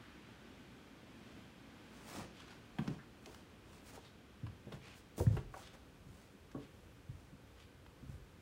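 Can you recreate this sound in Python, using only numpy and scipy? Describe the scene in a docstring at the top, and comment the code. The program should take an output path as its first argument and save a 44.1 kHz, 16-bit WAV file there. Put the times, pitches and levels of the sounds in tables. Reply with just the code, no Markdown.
"""A soft rush of air fills a quiet wooden cabin; its hiss fades as someone turns to the stairs.
From about 2 s they climb: soles brush the carpet, each foot thuds on a stair and sets the staircase
ringing, trouser legs swish, and boards knock and tick under the weight. The heaviest step lands
just after 5 s. The rush stays behind downstairs, and the last light steps fall in the quieter loft."""
import sys
import numpy as np
from scipy import signal
from scipy.fft import rfft, irfft, next_fast_len
from scipy.io import wavfile
from scipy.ndimage import map_coordinates

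SR = 44100
rng = np.random.default_rng(int(sys.argv[2]) if len(sys.argv) > 2 else 0)


def pcm_store(signal):
    """Save signal as 16-bit PCM."""
    levels = np.round(np.clip(np.atleast_2d(signal), -1, 1) * 32767)
    wavfile.write(sys.argv[1], SR, levels.astype(np.int16).T)


N = 370881


def amp(db):
    """Turn decibels into a number to multiply a sound by."""
    return 10 ** (np.asarray(db) / 20)


def unit(x):
    """Scale a sound so that its average strength (rms) is 1."""
    return x / np.sqrt(np.mean(x ** 2) + 1e-20)


def along(points, hz):
    """Read between (pitch_hz, value) points, with the octaves evenly spaced."""
    pitches, values = np.transpose(points)
    return np.interp(np.log(hz + 1), np.log(pitches + 1), values)


def humps(peaks, hz):
    """A flat tone curve with a hump at each pitch where something likes to ring."""
    return np.sqrt(1 + sum(amp(2 * db) / (1 + (2 * (hz - f) / width) ** 2) for f, width, db in peaks))


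def filtered(x, curve):
    """Turn each frequency of a sound up or down, following a tone curve."""
    size = next_fast_len(len(x) + SR // 10)
    return irfft(rfft(x, size) * curve(np.fft.rfftfreq(size, 1 / SR)), size)[:len(x)]


def noise(curve, size):
    """Noise of strength 1, shaped by a tone curve."""
    return unit(filtered(rng.standard_normal(size), curve))


def wobble(rate, size):
    """A smooth curve through `rate` random points a second."""
    points = rng.standard_normal(int(size * rate / SR) + 4)
    return map_coordinates(points, [np.arange(size) * rate / SR])


def add(track, start_s, sound):
    """Mix a sound into the track from start_s on."""
    start = max(round(start_s * SR), 0)
    track[start:start + len(sound)] += sound[:max(len(track) - start, 0)]


def in_cabin(sound, echo_db):
    """Add the short echo of the plank walls; the highest treble dies first."""
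    # how long the echo takes to fall by 60 dB: pitch_hz, fade_s
    echo_fades = [(80, 0.54), (300, 0.54), (1500, 0.37), (5000, 0.55), (14000, 0.089)]
    hz, t, spectrum = signal.stft(rng.standard_normal(SR // 2), SR, nperseg=256)
    fade = amp(-60 * t / along(echo_fades, hz)[:, None])
    tail = signal.istft(spectrum * fade, SR, nperseg=256)[1]
    tail *= 1 - np.exp(-np.arange(len(tail)) / SR / 0.004)
    echo = signal.fftconvolve(sound, unit(tail) / np.sqrt(len(tail)))[:len(sound)]
    return sound + amp(echo_db) * echo


def air(turn_s=0.57, climb_start_s=2.18, climb_s=4.4, waver_db=0.78):
    """As the walker climbs, the rush of air downstairs gives way to the quieter air of the loft."""
    # tone of the air downstairs, in the loft, and straight from its source: pitch_hz, level_db
    downstairs_tone = [(15, -63), (25, -43), (55, -1), (75, -8.5), (91, -14), (110, 2.5), (140, -4),
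                       (204, 1), (267, 0.5), (495, -10.5), (1050, -15), (1530, -15.5), (1850, -16.5),
                       (3170, -19.5), (15500, -42.5)]
    loft_tone = [(15, -55), (25, -20), (42, -5.5), (64, -1), (173, -10.5), (209, -8), (253, -20.5),
                 (274, -8.5), (313, -14.5), (368, -12.5), (410, -16), (495, -14), (648, -23), (1270, -24),
                 (15500, -44)]
    hiss_tone = [(200, -25), (700, -9), (1400, 3), (3200, -7), (5000, -17), (15000, -42)]
    # pitches that ring in the rush of air: pitch_hz, width_hz, strength_db
    air_peaks = [(487, 62, -8), (1190, 74, -4), (1530, 59, 1.5), (2470, 270, -1.5), (3200, 450, -2)]

    def rush(level_db, tone):
        """Rushing noise whose level wavers a little."""
        level = amp(level_db + waver_db * wobble(4.5, N))
        return level * noise(lambda f: amp(along(tone, f)) * humps(air_peaks, f), N)

    t = np.arange(N) / SR
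    height = np.clip((t - climb_start_s) / climb_s, 0, 1)  # 0 downstairs, 1 in the loft
    downstairs = rush(-58.5 - 11 * height, downstairs_tone)
    loft = rush(-60.5 - 4.5 * (1 - height) ** 3.1, loft_tone)
    facing = np.exp(-(t / turn_s) ** 2)  # turning to the stairs loses the hiss
    return downstairs + loft + facing * rush(-66, hiss_tone)


def rubbing(strokes, tone, rasp_db, rasp_width, grain_db, grain_rate):
    """Fibres catch and let go in tiny clumps while a stroke swells and fades."""
    rise_share, roundness = 0.52, 2.05  # part of a stroke spent swelling; 1 = pointed, 2 = rounded
    out, t = np.zeros(N), np.arange(SR) / SR - .5  # each stroke peaks at t = 0
    for peak_s, length_s, level_db, tilt_db, rasp_hz in strokes:
        fibres = rng.standard_normal(SR) * amp(grain_db * wobble(grain_rate, SR))
        rasp = [(rasp_hz, rasp_width * rasp_hz, rasp_db)]
        curve = lambda f: amp(along(tone, f) + tilt_db * np.log2(f + 1)) * humps(rasp, f)
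        rub = unit(filtered(fibres, curve))
        side_s = length_s * np.where(t < 0, rise_share, 1 - rise_share)
        swell = np.exp(-np.abs(t / side_s) ** roundness)
        add(out, peak_s - .5, amp(level_db) * in_cabin(rub * swell, echo_db=-9))
    return out


def soles(rasp_hz=1110):
    """Soles brush over the carpet, whose fibres rasp at the same pitch every time."""
    # brushes of a sole: peak_s, length_s, level_db, tilt_db_per_octave (higher is brighter)
    brushes = [(2.0, 0.18, -63, 1), (2.109, 0.1, -53.5, 1.5), (2.168, .075, -50, 0.7),
               (2.203, 0.11, -51, -0.8), (2.87, 0.2, -55.5, -1.5), (3.32, 0.18, -66.5, 2.5),
               (3.748, 0.12, -65.5, 1.8), (3.89, 0.085, -60, 3), (3.954, 0.052, -56, 1),
               (4.743, 0.055, -55.5, -1), (4.977, 0.058, -64, 5), (5.191, 0.037, -50, 5),
               (5.224, 0.062, -54, 6.5), (5.35, 0.12, -59.5, 0.3), (5.595, 0.11, -59, 2),
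               (5.746, 0.027, -57.5, -0.5), (6.19, 0.24, -69.5, 2.5), (7.199, 0.24, -71, 1.5),
               (8.122, 0.11, -71, 2)]
    # tone of rubbed carpet: pitch_hz, level_db
    carpet_tone = [(60, 1.5), (200, 5.5), (700, 2.5), (1200, -1.5), (2000, -6), (4000, -11.5),
                   (6000, -12.5), (9000, -15), (12000, -24.5), (14800, -23), (15800, -19.5)]
    strokes = [(*brush, rasp_hz) for brush in brushes]
    return rubbing(strokes, carpet_tone, rasp_db=-2.0, rasp_width=0.21, grain_db=2.0, grain_rate=430)


def footfalls(ordinary_step_db=-28.5, glide=0.88, glide_s=0.0041, rise_swings=0.93):
    """A foot bends a carpeted stair, which swings, springs back and sets the staircase ringing."""
    # feet landing on the stairs, and at 5.300 s the stair sagging back after the heaviest step: start_s,
    # level_db, pitch_hz
    steps = [(2.179, -42, 188), (2.789, -29.5, 155), (2.878, -27, 163.3), (4.431, -32.5, 116.5),
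             (4.665, -45.5, 121), (4.733, -43.5, 133), (5.179, -41, 162), (5.201, -26, 90),
             (5.267, -18, 114.3), (5.300, -34, 79.8), (5.335, -34, 123.3), (5.358, -38.5, 52),
             (6.054, -46.5, 97.5), (6.546, -44, 174), (7.089, -39, 100), (7.326, -54, 163),
             (8.026, -50.5, 190), (8.090, -42, 93), (8.127, -48, 61.6)]
    # the staircase's own notes: pitch_hz, level_db, fade_s (time to fall by 60 dB)
    staircase_notes = [(43.2, 4, 0.43), (55, -21, 0.56), (86.6, 2.5, 0.19), (108, 0, 0.3), (134.1, 9, 0.23),
                       (169, -8, 0.17), (200, 10, 0.11), (266.6, 7, 0.19), (329, -10, 0.16),
                       (426, -0.5, 0.27)]
    out, t = np.zeros(N), np.arange(SR * 3 // 4) / SR

    def thud(hz, fade_swings):
        """High waves run faster through bending wood and arrive first, so each thud sinks in pitch."""
        swings = hz * (t + glide * glide_s * (1 - np.exp(-t / glide_s)))
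        swell = (1 - np.exp(-(hz * t / rise_swings) ** 2)) * amp(-60 * hz * t / fade_swings)
        return -swell / swell.max() * np.sin(2 * np.pi * swings)

    for start_s, level_db, pitch_hz in steps:
        ring = np.zeros(len(t))
        for note_hz, note_db, fade_s in staircase_notes:
            # the blow mostly wakes the notes near its own pitch
            nearness = 1 / (1 + (note_hz / (1.77 * pitch_hz)) ** 4 + (0.49 * pitch_hz / note_hz) ** 3)
            fade = amp(note_db + rng.normal(0, 2.8) - 60 * t / fade_s)
            ring += fade * nearness * np.sin(2 * np.pi * (note_hz * t + rng.random()))
        ring *= 0.36 * (1 - np.exp(-(t / 0.0062) ** 2))
        # a heavier foot holds back both the ring and the spring back
        weight_db = level_db - ordinary_step_db
        step = thud(pitch_hz, fade_swings=5.3) + amp(-9.5 - 0.6 * weight_db) * ring
        spring_back = amp(-7.5 - 0.5 * max(weight_db, 0)) * thud(0.887 * pitch_hz, fade_swings=11.4)
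        add(step, 3.945 / pitch_hz, spring_back)  # about four swings after the foot lands
        add(out, start_s, amp(level_db) * in_cabin(step, echo_db=-16.0))
    return out


def trousers(length_s=0.084, ordinary_rasp_hz=3000):
    """Trouser legs swish past each other; a quicker pass rasps higher and sounds brighter."""
    # one leg passing the other: peak_s, level_db, rasp_hz
    swishes = [(2.40, -59.5, 3240), (2.505, -58.5, 1600), (4.06, -64, 3700), (4.865, -60, 2350),
               (4.925, -62, 2770), (5.66, -61.5, 3500), (6.635, -66.5, 3250), (7.61, -65, 3200)]
    # tone of rubbed cloth: pitch_hz, level_db
    cloth_tone = [(200, -10), (900, 0), (1500, 0), (2400, -0.5), (3500, -2.5), (4800, -5), (8000, -12.5),
                  (15000, -30)]
    strokes = []
    for peak_s, level_db, rasp_hz in swishes:
        tilt_db = np.log2(rasp_hz / ordinary_rasp_hz)  # 1 dB per octave brighter as the rasp doubles
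        strokes.append((peak_s, length_s, level_db, tilt_db, rasp_hz))
    return rubbing(strokes, cloth_tone, rasp_db=5.0, rasp_width=0.2, grain_db=2.5, grain_rate=260)


def knocks(crack_db=-24, crack_fade_s=0.062):
    """A board slips in its joint and the wood shakes: low and long for a stair, high and short for a nail."""
    # boards slipping: start_s, level_db, low_hz, high_hz, fade_s (time to fall by 60 dB)
    slips = [(2.785, -37.5, 740, 3460, .05), (2.793, -39.5, 190, 320, .16), (2.876, -40.5, 800, 6200, .035),
             (2.882, -40, 210, 357, .11), (2.988, -56, 1550, 1720, .16), (3.259, -42, 1830, 8700, 0.017),
             (3.261, -52.5, 348, 980, 0.27), (3.345, -45, 900, 12000, 0.019),
             (3.973, -49, 402, 1090, 0.082), (4.438, -46.5, 179, 300, 0.087),
             (4.466, -47.5, 700, 4540, .036), (4.669, -48, 258, 795, 0.11), (4.721, -43, 456, 4530, 0.059),
             (5.180, -39, 280, 700, .1), (5.200, -35, 750, 1270, 0.029), (5.208, -28, 332, 540, .06),
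             (5.266, -42, 1560, 2100, 0.02), (5.367, -38, 310, 3300, .1), (5.540, -41, 1020, 2160, 0.038),
             (5.541, -50.5, 584, 680, 0.17), (5.565, -46, 650, 900, 0.075), (6.514, -57, 1310, 9100, 0.037),
             (6.546, -53.5, 650, 1310, 0.2), (6.548, -42, 232, 580, 0.18), (7.863, -52, 900, 4300, 0.026)]
    # tone of knocked wood: pitch_hz, level_db
    wood_tone = [(150, 15), (450, -0.5), (700, -5.5), (1050, -9.5), (1500, -10), (2100, -10.5),
                 (3200, -12.5), (6000, -13), (15000, -31)]
    # pitches at which the pine boards ring, applied twice over: pitch_hz, width_hz, strength_db
    board_peaks = [(317, 60, 3), (434, 62, 5), (548, 19, -8.5), (615, 66, -0.5), (777, 48, 4.5),
                   (950, 53, 5), (1110, 58, 7), (1380, 60, 3.5), (1605, 79, 2), (2030, 69, 0),
                   (2970, 1300, -5)]
    out, t = np.zeros(N), np.arange(SR // 2) / SR
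    for start_s, level_db, low_hz, high_hz, fade_s in slips:
        cut_lows = lambda f: (f / low_hz) ** 5 / np.sqrt(1 + (f / low_hz) ** 10)
        band = lambda f: cut_lows(f) / np.sqrt(1 + (f / high_hz) ** 12)
        wood = noise(lambda f: amp(along(wood_tone, f)) * humps(board_peaks, f) ** 2 * band(f), len(t))
        fade = amp(-60 * t / fade_s) * (1 - np.exp(-t / 0.0011))
        knock = unit(wood * fade) * np.sqrt(np.mean(fade ** 2))
        # the harder the slip, the more of a dry crack comes with it
        hardness = min(high_hz / 3400, 1) ** 2
        crack = hardness * amp(crack_db - 60 * t / crack_fade_s) * rng.standard_normal(len(t))
        add(out, start_s, amp(level_db) * in_cabin(knock + crack, echo_db=-11.5))
    return out


def scene():
    """Steps, boards, carpet and clothes over the cabin's air, in one channel."""
    return (footfalls() + knocks() + soles() + trousers() + air())[None]


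def record(dry):
    """The microphone thins the deepest bass and loses the very highest treble."""
    low_cut_hz, top_hz = 38, 15790

    def curve(hz):
        """Fall away smoothly below low_cut_hz and stop dead at top_hz."""
        ratio = 1j * hz / low_cut_hz
        return ratio ** 2 / (1 + np.sqrt(2) * ratio + ratio ** 2) * (hz < top_hz)

    return filtered(dry[0], curve)[None]


dry = scene()
out = record(dry)
pcm_store(out)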